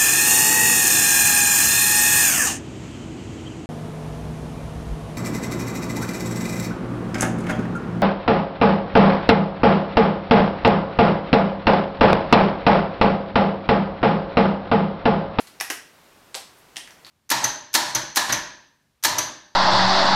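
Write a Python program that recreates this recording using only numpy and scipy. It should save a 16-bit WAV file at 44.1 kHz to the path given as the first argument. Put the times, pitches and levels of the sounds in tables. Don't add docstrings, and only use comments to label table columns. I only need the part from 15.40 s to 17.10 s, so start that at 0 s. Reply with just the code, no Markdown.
import sys
import numpy as np
from scipy import signal
from scipy.fft import rfft, irfft
from scipy.io import wavfile
from scipy.ndimage import uniform_filter1d

SR = 44100
rng = np.random.default_rng(int(sys.argv[2]) if len(sys.argv) > 2 else 0)


def waveform_to_disk(signal):
    frames = np.transpose(np.atleast_2d(signal))
    scaled = np.clip(frames, -1, 1) * 32767
    samples = np.round(scaled).astype(np.int16)
    wavfile.write(sys.argv[1], SR, samples)


N = 74970

# (frequency [Hz], density [dB per Hz])
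SPACE_DOWN = [(40, -37), (150, -31), (350, -10), (540, -16), (780, -8), (1050, -5.5), (1550, -5.5),
              (1720, 4), (2000, 4), (2170, -9.5), (2430, 5.5), (2900, -8.5), (4400, -10), (5200, -6),
              (5850, -4), (7300, -11.5), (10500, -9), (13000, -13.5), (16000, -34)]
SPACE_UP = [(40, -39), (150, -45), (300, -3), (600, -9.5), (770, -2), (930, -9), (1400, -5), (1700, 4),
            (2000, 1.5), (2350, -5.5), (2950, 0.5), (3700, -15), (5500, -4), (7800, -9.5), (12000, -13),
            (16000, -29)]
BRIGHT_KEY = [(40, -49), (150, -28), (300, -8.5), (400, -11.5), (830, 3.5), (1500, -17), (2800, -4),
              (4300, 0), (5600, -0.5), (6900, -5.5), (8200, -6.5), (10000, -8), (13000, -14.5),
              (16000, -28)]
DULL_KEY = [(40, -24), (150, -14), (480, -21), (680, 0), (1150, -7.5), (1450, -15), (1850, 7), (2300, -1.5),
            (2850, 7.5), (3550, 5), (4100, -2), (5500, 3.5), (7300, -4), (9300, -0.5), (10500, -10.5),
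            (16000, -28)]
# (time [s], level [dB], rattle time constant [s], room [dB], direct treble gain [dB], knock spectrum)
KNOCKS = [(.2092, 10.5, 0.0029, -3, 0, SPACE_DOWN), (0.3005, 10.5, 0.005, -2, 0.5, SPACE_UP),
          (.95, 3, 0.0018, -1.5, -9, BRIGHT_KEY), (1.3671, -1, 0.0012, -1.5, -6, DULL_KEY)]
# (time [s], level [dB], most excited pitch [Hz], spread [octaves], rise time constant [s])
THUMPS = [(.2094, -28, 775, 0.12, 0.00028), (.3035, -32.5, 307, 0.57, 0.003),
          (.9512, -40, 500, .25, 0.00033), (.9715, -33.5, 804, 0.093, 0.002),
          (1.368, -45.5, 285, 0.25, 0.0011)]
# (frequency [Hz], level [dB], t60 [s])
CASE_MODES = [(248, -26, 0.11), (303.7, 1.5, 0.091), (357, -4, 0.065), (458, -0.5, 0.12), (519, 1, 0.11),
              (690, -8, 0.12), (748, -4.5, .06), (790.4, -2, 0.083)]
# (time [s], level [dB], cap pitch [Hz], width [Hz], ring [dB], treble [dB], rattle time constant [s])
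TICKS = [(.001, -21.5, 10200, 3100, -1, 0, 0.0073), (.071, -26.5, 4230, 700, 2, 4, 0.0046),
         (.1998, -14.5, 2280, 1200, -3, 5, 0.0058), (0.2008, -21, 5500, 500, 26, -4, 0.00041),
         (0.2074, -17, 5700, 1200, -8, 6, 0.006), (0.3057, -11.5, 5530, 800, 4, 1, 0.0021),
         (0.944, -11, 4200, 1440, 5.5, -16, 0.0019), (0.9429, -26, 7900, 950, 25, -1.5, 0.001),
         (1.3586, -19, 2980, 700, 6.5, -5.5, 0.0027), (1.4745, -26, 1880, 547, 9.5, -4, 0.0018),
         (1.5065, -31, 5700, 805, 8, 2, 0.0019), (1.6472, -30.5, 4240, 810, 19.5, -3, 0.00081),
         (1.655, -36, 4530, 700, 17, 1, 0.00061), (1.665, -21, 4150, 1000, -3, -8, 0.0037)]
# (frequency [Hz], density [dB per Hz])
TICK_COLOUR = [(40, -50), (150, -31), (450, -10), (850, 5.5), (2000, 10.5), (5000, 7), (12000, 0.5),
               (16000, -15.5)]
# (frequency [Hz], gain [dB])
ROOM_COLOUR = [(200, 1), (800, 4), (2000, 1), (4500, 0.5), (8000, 0.5), (11500, 4.5), (16000, 5)]
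# (frequency [Hz], t60 [s])
ROOM_T60 = [(200, 0.37), (600, 0.23), (1700, 0.4), (4000, 0.4), (9000, 0.35), (15000, 0.19)]
# (frequency [Hz], density [dB per Hz])
HISS = [(12, -48), (20, -15.5), (187, -7.5), (248, -7.5), (285, -6), (399, -7.5), (434, -8.5), (472, -7.5),
        (1060, -9), (11800, -25), (13900, -28.5), (16000, -32.5)]
# (frequency [Hz], level [dB rms])
WHINE = [(9480, -105), (14223, -74)]

SNAP_GAIN = 0.2
BEND_DELAY_1KHZ_S = 0.001202
TREBLE_HZ, TOUCH_RISE_S = 7300, 0.0003
TICK_ROOM_DB, TICK_SHADE_DB, THUMP_ROOM_DB = 0, -2, -8
BRUSH_S, BRUSH_WIDTH_S, BRUSH_PEAK_DB, BRUSH_HZ = 1.19, 0.023, -60.5, 11000
ECHO_S, ECHO_DB = 0.0076, -14
ROOM_DELAY_S, ROOM_RISE_S = 0.002, 0.0025
SHADE_HZ = 10300
HISS_DB_RMS = -54
BAND_LIMIT_HZ = 16050


def knock(time_s, level_db, rattle_s, room_db, shade_db, colour):
    sound = click(read(colour, bins()), rattle_s, SNAP_GAIN)
    return time_s, amp(level_db) * room(sound, room_db, shade_db)


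def click(colour_db, rattle_s, snap_gain, rise_s=1 / SR):
    t = np.arange(2 * len(colour_db) - 2) / SR
    rattle = rng.standard_normal(len(t)) * np.exp(-t / rattle_s) * (1 - np.exp(-t / rise_s))
    rattle /= np.linalg.norm(rattle)
    rattle[0] += snap_gain
    force = rfft(rattle)
    smooth_db = 10 * np.log10(uniform_filter1d(abs(force) ** 2, size=25))
    dispersion = np.exp(-4j * np.pi * BEND_DELAY_1KHZ_S * np.sqrt(1000 * bins()))
    return irfft(force * dispersion * ring(colour_db - smooth_db))


def ring(colour_db):
    mirrored_db = np.concatenate([colour_db, colour_db[-2:0:-1]])
    log_gain = np.log(amp(mirrored_db))
    return np.exp(np.conj(signal.hilbert(log_gain)))[:len(colour_db)]


def thump(time_s, level_db, pitch_hz, spread_oct, rise_s):
    t = np.arange(SR // 2) / SR
    modes = 0
    for hz, db, t60_s in CASE_MODES:
        excitation = np.exp(-(np.log2(hz / pitch_hz) / spread_oct) ** 2)
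        decay = np.exp(-np.log(1000) * t / t60_s)
        modes = modes + amp(db) * excitation * decay * np.sin(2 * np.pi * hz * t)
    return time_s, amp(level_db) * room(modes * (1 - np.exp(-t / rise_s)), THUMP_ROOM_DB)


def tick(time_s, level_db, cap_hz, width_hz, ring_db, treble_db, rattle_s):
    hz = bins()
    cap = amp(ring_db) / (1 + (2 * (hz - cap_hz) / width_hz) ** 2)
    shelf_db = treble_db * hz ** 2 / (hz ** 2 + TREBLE_HZ ** 2)
    colour_db = read(TICK_COLOUR, hz) + 20 * np.log10(1 + cap) + shelf_db
    sound = click(colour_db, rattle_s, 0, TOUCH_RISE_S)
    return time_s, amp(level_db) * room(sound, TICK_ROOM_DB, TICK_SHADE_DB)


def brush():
    t, hz = np.arange(N) / SR, np.fft.rfftfreq(N, 1 / SR)
    band = 1 / (1 + (2 * (hz - BRUSH_HZ) / (BRUSH_HZ / 2)) ** 2)
    noise = irfft(rfft(rng.standard_normal(N)) * band, N)
    swell = 1 / (1 + ((t - BRUSH_S) / BRUSH_WIDTH_S) ** 2)
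    return amp(BRUSH_PEAK_DB) * unit(noise) * swell


def room(sound, room_db, shade_db=0):
    t = np.arange(SR // 2) / SR
    hz, frame_s, z = signal.stft(rng.standard_normal(len(t)), SR, nperseg=256)
    z *= np.exp(-np.log(1000) * frame_s / read(ROOM_T60, hz)[:, None])
    onset = np.clip((t - ROOM_DELAY_S) / ROOM_RISE_S, 0, 1)
    tail = rfft(signal.istft(z, SR)[1][:len(t)] * onset, SR)
    smooth = np.sqrt(uniform_filter1d(abs(tail) ** 2, size=250))
    tail *= amp(room_db + read(ROOM_COLOUR, bins(size=SR))) / smooth
    response = irfft(tail)[:len(t)]
    direct = irfft(ring(shade_db * (1 - 1 / (1 + (bins() / SHADE_HZ) ** 10))))
    add(response, 0, direct)
    add(response, ECHO_S, amp(ECHO_DB) * direct)
    return signal.fftconvolve(sound, response)


def background():
    t, hz = np.arange(N) / SR, np.fft.rfftfreq(N, 1 / SR)
    hiss = unit(irfft(rfft(rng.standard_normal(N)) * amp(read(HISS, hz)), N))
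    whine = sum(amp(db) * np.sqrt(2) * np.sin(2 * np.pi * f * t) for f, db in WHINE)
    return amp(HISS_DB_RMS) * hiss + whine


def amp(db):
    return 10 ** (np.asarray(db) / 20)


def read(points, hz):
    f, value = np.transpose(points)
    return np.interp(np.log(hz + 1), np.log(f + 1), value)


def unit(x):
    return x / np.sqrt(np.mean(x ** 2) + 1e-20)


def bins(size=4096):
    return np.fft.rfftfreq(size, 1 / SR)


def add(mix, time_s, sound):
    part = mix[max(round(time_s * SR), 0):][:len(sound)]
    part += sound[:len(part)]


def scene():
    mix = background() + brush()
    for source, rows in ((knock, KNOCKS), (thump, THUMPS), (tick, TICKS)):
        for row in rows:
            add(mix, *source(*row))
    return mix[None]


def record(dry):
    lowpass = signal.firwin(511, BAND_LIMIT_HZ, window=("kaiser", 9), fs=SR)
    return signal.oaconvolve(dry, lowpass[None], "same")


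dry = scene()
out = record(dry)
waveform_to_disk(out)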